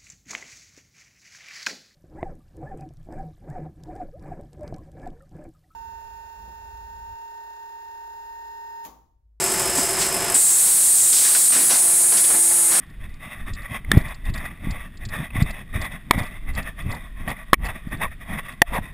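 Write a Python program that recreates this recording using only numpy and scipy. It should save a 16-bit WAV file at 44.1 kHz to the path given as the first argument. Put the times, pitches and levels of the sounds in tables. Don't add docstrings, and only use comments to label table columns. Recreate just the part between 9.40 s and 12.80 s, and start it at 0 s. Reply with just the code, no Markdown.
import sys
import numpy as np
from scipy import signal
from scipy.fft import rfft, irfft
from scipy.io import wavfile
from scipy.ndimage import uniform_filter1d

SR = 44100
rng = np.random.default_rng(int(sys.argv[2]) if len(sys.argv) > 2 else 0)


def transcribe(signal):
    frames = np.atleast_2d(signal).T
    limited = np.clip(frames, -1, 1)
    pcm = np.round(limited * 32767).astype(np.int16)
    wavfile.write(sys.argv[1], SR, pcm)


N = 149940

# [multiple of the motor tone, level_db (rms)]
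MOTOR_OVERTONES = [(2, -40), (4, -45), (5, -42), (10, -46), (12, -47)]
# [time_s, gain_db]
MOTOR_LOAD_GAIN = [(0, 2.5), (1.0, -4), (2.2, -2.5), (2.5, 1.5), (2.9, 0.5), (2.98, 5), (3.2, 2.5),
                   (3.25, 1.5), (3.4, 1.5)]
# [freq_hz, density_db (per Hz, relative)]
HALL_SPECTRUM = [(25, -19), (60, -19), (110, -17), (180, -11.5), (280, -16), (700, -12.5), (1300, -12.5),
                 (2100, -13), (3800, -20.5), (6000, -19.5), (9000, -32.5), (15500, -38)]
# [place in the turn (0-1), level_db (relative)]
SHAKER_BLOWS = [(0.029, -10), (0.271, -1.5), (.51, 2), (0.789, 0)]
# [pitch_hz, level_db (rms while running), t60_s]
FRAME_MODES = [(135.4, -49, 0.52), (177, -48, 0.31), (385.8, -34.5, 1), (563, -44.5, 0.76),
               (672.6, -37.5, 0.46), (1082, -49, 0.53), (1120, -60, 0.44), (5120, -36.5, 0.14)]
# [freq_hz, density_db (per Hz, relative)]
RATTLE_SPECTRUM = [(3000, -5.5), (6500, -33), (7600, 7), (8400, 2), (10400, 3), (12500, -3), (13500, -6.5),
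                   (15500, -20)]
# [freq_hz, density_db (per Hz, relative)]
CHUTE_SPECTRUM = [(2350, -31), (4000, -13), (4720, -8), (5110, -4), (5850, -8.5), (7860, 4.5),
                  (10400, -6.5), (14200, -17), (15500, -13)]
# [time_s, level_db (rms)]
CHUTE_LEVEL = [(0, -23.5), (.2, -24.5), (.34, -28), (.385, -18), (.44, -23.5), (.57, -28), (.615, -18.5),
               (.68, -25.5), (.72, -28.5), (.93, -29.5), (1.0, -15)]
# [freq_hz, density_db (per Hz, relative)]
RUMBLE_SPECTRUM = [(25, -17), (60, -9), (120, -6), (250, -7), (1000, -2.5), (2500, -34), (8000, -50)]
# [start_s, rise_s, decay_s, then level_db in each of the five knock bands]
KNOCK_EVENTS = [(.38, .005, 0.015, -27, -24.5, -29, -44, -29),
                (0.611, 0.0056, 0.024, -33, -38, -27, -38, -22),
                (.946, 0.0046, 0.025, -32, -31, -25, -26, -21),
                (1.722, .01, 0.027, -32.5, -42, -26.5, -26, -12.5),
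                (1.75, 0.017, 0.21, -57, -58, -39, -47, -18.5),
                (1.843, 0.0037, 0.064, -51, -36, -25.5, -28, -26),
                (1.947, 0.0037, 0.024, -36, -30, -25, -27, -25),
                (2.12, 0.0027, 0.065, -32, -33, -22.5, -24, -21),
                (2.149, 0.014, 0.053, -28, -30, -35, -41, -31),
                (2.291, 0.02, 0.054, -32, -24, -22, -29, -15.5),
                (2.715, .01, 0.083, -33.5, -30, -27, -34, -23.5),
                (2.768, 0.0034, .02, -43, -45, -32, -28, -18.5),
                (2.839, 0.0045, 0.023, -35, -34, -39, -26, -25),
                (2.896, .008, 0.041, -27, -27, -26, -34, -30),
                (2.945, 0.0044, 0.011, -33, -42, -48, -43, -39),
                (3.11, 0.0038, 0.013, -46, -28.5, -31, -50, -43),
                (3.309, 0.011, 0.041, -39, -39, -28, -45, -23),
                (3.339, 0.025, 0.025, -46, -28, -25, -33, -25.5)]
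KNOCK_BANDS_HZ = [250, 700, 1600, 3000, 5500]
# [time_s, level_db (rms before the recorder), share of the brighter colour (0-1)]
JET_COURSE = [(.94, -8, 0), (.97, -9, 0.1), (1.05, -8.5, 0), (1.5, -5, 0.28), (1.7, -5, 0.06),
              (2.0, -6, .2), (2.2, -7.5, 0.57), (2.5, -6.5, 0.91), (2.9, -7.5, 0.97), (3.0, -8, 1),
              (3.2, -7.5, 0.9), (3.4, -10.5, 0.86)]
# [freq_hz, density_db (per Hz, relative)]
JET_EARLY_SPECTRUM = [(1500, -48), (4000, -20.5), (6300, -18), (7150, -13.5), (7450, -10), (7900, 0.5),
                      (8300, -0.5), (8850, -3.5), (9150, -3), (9400, -2), (10000, -9), (10700, -4),
                      (11000, -11), (12500, -13.5), (15500, -18)]
# [freq_hz, density_db (per Hz, relative)]
JET_LATE_SPECTRUM = [(1500, -70), (4000, -23), (6000, -19.5), (7000, -8), (7500, -5), (7950, 3),
                     (8250, 1.5), (8600, 1.5), (9000, -1.5), (9400, -1), (10200, -2.5), (10800, -5.5),
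                     (11100, -5.5), (12400, -13.5), (15500, -19.5)]
# [pitch_hz, width_hz, early_db (over the hiss), late_db (over the hiss)]
NOZZLE_RESONANCES = [(7460, 310, -9, -27), (7715, 280, -5, -21), (8600, 420, -12, -8.5),
                     (8780, 110, -7, -16), (9550, 170, -20.5, -8.5), (10150, 94, -20, -11)]
# [start_s, pitch_hz, width_hz, level_db (rms before swell), decay_s]
WHISTLE_EVENTS = [(.628, 4300, 200, -29, .01), (1.948, 1520, 90, -23, .015), (2.084, 8730, 150, 1, .035),
                  (2.15, 8000, 200, -12, .02), (.943, 7800, 300, -11, .15), (.943, 8850, 300, -10, .15)]

MOTOR_HZ, MOTOR_WAVER_DB = 173.4, 0.5
HALL_DB, HALL_FLICKER_DB = -30, 1
SHAKER_HZ, SHAKER_STOPS_S, SHAKER_FADE_S = 12.8, 0.95, 0.05
BLOW_SCATTER_DB = 1.2
RATTLE_DB, RATTLE_DECAY_S = -26.5, 0.012
THUMP_PLACE, THUMP_HZ, THUMP_S, THUMP_DB = 0.684, 56.5, 0.012, -40
WHINE_HZ, WHINE_WIDTH_HZ, WHINE_DB, WHINE_FLUTTER_DB = 5170, 230, -38, 2.0
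RUMBLE_LEVEL_DB = -36
KNOCK_WIDTH = 1
JET_OPENS_S, JET_RISE_S = 0.9425, 0.003
JET_FLICKER_DB, NOZZLE_FLICKER_DB = 0.7, 3.5
ECHO_T60_S, ECHO_DB = 0.06, -9
LIMIT_DB, LIMIT_KNEE, LIMIT_RATIO, LIMIT_SENSE_S = -12, 1.11, 9, 0.00011
SETTLE_DB, SETTLE_KNEE, SETTLE_RATIO, SETTLE_SENSE_S = -18.5, 2, 1.58, 0.013
SATURATION_DRIVE, TOP_HZ = 1.28, 15700


def undb(db):
    return 10 ** (np.asarray(db) / 20)


def level(x, db):
    return x * undb(db) / np.sqrt(np.mean(x ** 2))


def curve(t, table):
    return np.interp(t, *np.array(table).T)


def coloured(spectrum):
    hz, db = np.array(spectrum, float).T
    bin_hz = np.maximum(np.arange(N // 2 + 1) * SR / N, 1)
    gain = undb(np.interp(np.log(bin_hz), np.log(hz), db))
    return level(irfft(rfft(rng.standard_normal(N)) * gain, N), 0)


def band(x, hz, width_hz):
    b, a = signal.iirpeak(min(hz, 0.45 * SR), hz / width_hz, fs=SR)
    return signal.lfilter(b, a, x)


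def narrow_noise(hz, width_hz, db):
    return level(band(band(rng.standard_normal(N), hz, width_hz), hz, width_hz), db)


def walk(rate_hz):
    hold = int(SR / rate_hz)
    steps = np.repeat(rng.standard_normal(N // hold + 1), hold)
    return 1.3 * uniform_filter1d(uniform_filter1d(steps, hold), hold)[:N]


def swell(t, start, rise, decay):
    fall = np.exp(-np.maximum(t - start - rise, 0) / decay)
    return np.clip((t - start) / rise, 0, 1) * fall


def motor(t):
    hum = np.zeros(N)
    for multiple, db in MOTOR_OVERTONES:
        gain = undb(db + MOTOR_WAVER_DB * walk(11.05)) * np.sqrt(2)
        hum += gain * np.sin(2 * np.pi * (round(multiple) * MOTOR_HZ * t + rng.random()))
    return hum * undb(curve(t, MOTOR_LOAD_GAIN))


def hall():
    return coloured(HALL_SPECTRUM) * undb(HALL_DB + HALL_FLICKER_DB * walk(20))


def while_on(x, t):
    return x / np.sqrt(np.mean(x[t < SHAKER_STOPS_S] ** 2))


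def frame_and_rattle(t):
    place, db = np.array(SHAKER_BLOWS).T
    turns = np.arange(-8, 13)[:, None]
    lead = SR
    pulses = np.zeros(N + lead)
    when = ((turns + place) / SHAKER_HZ * SR).astype(int) + lead
    pulses[when] = undb(db + BLOW_SCATTER_DB * rng.standard_normal((len(turns), len(db))))
    frame = np.zeros(N)
    for hz, mode_db, t60 in FRAME_MODES:
        ring = band(pulses, hz, np.log(1000) / np.pi / t60)[lead:]
        frame += undb(mode_db) * while_on(ring, t)
    keep = np.exp(-1 / (RATTLE_DECAY_S * SR))
    gate = signal.lfilter([1], [1, -keep], pulses)[lead:]
    return frame + undb(RATTLE_DB) * while_on(gate * coloured(RATTLE_SPECTRUM), t)


def chute(t):
    return coloured(CHUTE_SPECTRUM) * undb(curve(t, CHUTE_LEVEL))


def thump(t):
    since = ((t * SHAKER_HZ - THUMP_PLACE + 0.5) % 1 - 0.5) / SHAKER_HZ
    envelope = undb(THUMP_DB) * np.exp(-(since / THUMP_S) ** 2 / 2)
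    return envelope * np.sin(2 * np.pi * THUMP_HZ * since)


def drive_whine():
    return narrow_noise(WHINE_HZ, WHINE_WIDTH_HZ, WHINE_DB) * undb(WHINE_FLUTTER_DB * walk(39.6))


def shaker(t):
    running = np.exp(-np.maximum(t - SHAKER_STOPS_S, 0) / SHAKER_FADE_S)
    rumble = coloured(RUMBLE_SPECTRUM) * undb(RUMBLE_LEVEL_DB)
    return (frame_and_rattle(t) + chute(t) + thump(t) + drive_whine() + rumble) * running


def knocks(t):
    bands = [narrow_noise(hz, KNOCK_WIDTH * hz, 0) for hz in KNOCK_BANDS_HZ]
    out = np.zeros(N)
    for start, rise, decay, *band_db in KNOCK_EVENTS:
        out += swell(t, start, rise, decay) * (undb(band_db) @ bands)
    return out


def whistles(t):
    out = np.zeros(N)
    for start, hz, width_hz, db, decay in WHISTLE_EVENTS:
        out += narrow_noise(hz, width_hz, db) * swell(t, start, JET_RISE_S, decay)
    return out


def room_echoes(x):
    tail = np.arange(SR // 5) / SR
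    decay = undb(-60 * tail / ECHO_T60_S)
    echoes = level(rng.standard_normal(len(tail)) * decay, ECHO_DB) / np.sqrt(len(tail))
    echoes[0] = 1
    return signal.fftconvolve(x, echoes)[:N]


def jet(t):
    time_s, db, share = np.array(JET_COURSE).T
    bright = np.clip(np.interp(t, time_s, share), 0, 1)
    hiss = np.sqrt(1 - bright) * coloured(JET_EARLY_SPECTRUM)
    hiss += np.sqrt(bright) * coloured(JET_LATE_SPECTRUM)
    for hz, width_hz, early_db, late_db in NOZZLE_RESONANCES:
        resonance = level(band(rng.standard_normal(N), hz, width_hz), 0)
        resonance_db = early_db + bright * (late_db - early_db)
        hiss += resonance * undb(resonance_db + NOZZLE_FLICKER_DB * walk(12))
    hiss = level(room_echoes(hiss), 0)
    hiss = hiss * undb(np.interp(t, time_s, db) + JET_FLICKER_DB * walk(16))
    return hiss * np.clip((t - JET_OPENS_S) / JET_RISE_S, 0, 1)


def scene():
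    t = np.arange(N) / SR
    mono = motor(t) + hall() + shaker(t) + knocks(t) + whistles(t) + jet(t)
    return np.array([mono, mono])


def sense(x, seconds):
    keep = np.exp(-1 / (seconds * SR))
    once = signal.lfilter([1 - keep], [1, -keep], x ** 2)
    return signal.lfilter([1 - keep], [1, -keep], once)


def squeeze(x, seconds, threshold_db, knee, ratio):
    over = sense(x, seconds) / undb(threshold_db) ** 2
    return x * (1 + over ** knee) ** (-(1 - 1 / ratio) / knee / 2)


def record(dry):
    held = squeeze(dry[0], LIMIT_SENSE_S, LIMIT_DB, LIMIT_KNEE, LIMIT_RATIO)
    held = squeeze(held, SETTLE_SENSE_S, SETTLE_DB, SETTLE_KNEE, SETTLE_RATIO)
    held = np.tanh(SATURATION_DRIVE * held) / SATURATION_DRIVE
    top_cut = signal.ellip(12, 0.2, 80, TOP_HZ, fs=SR, output="sos")
    return signal.sosfilt(top_cut, np.array([held, held]))


dry = scene()
out = record(dry)
transcribe(out)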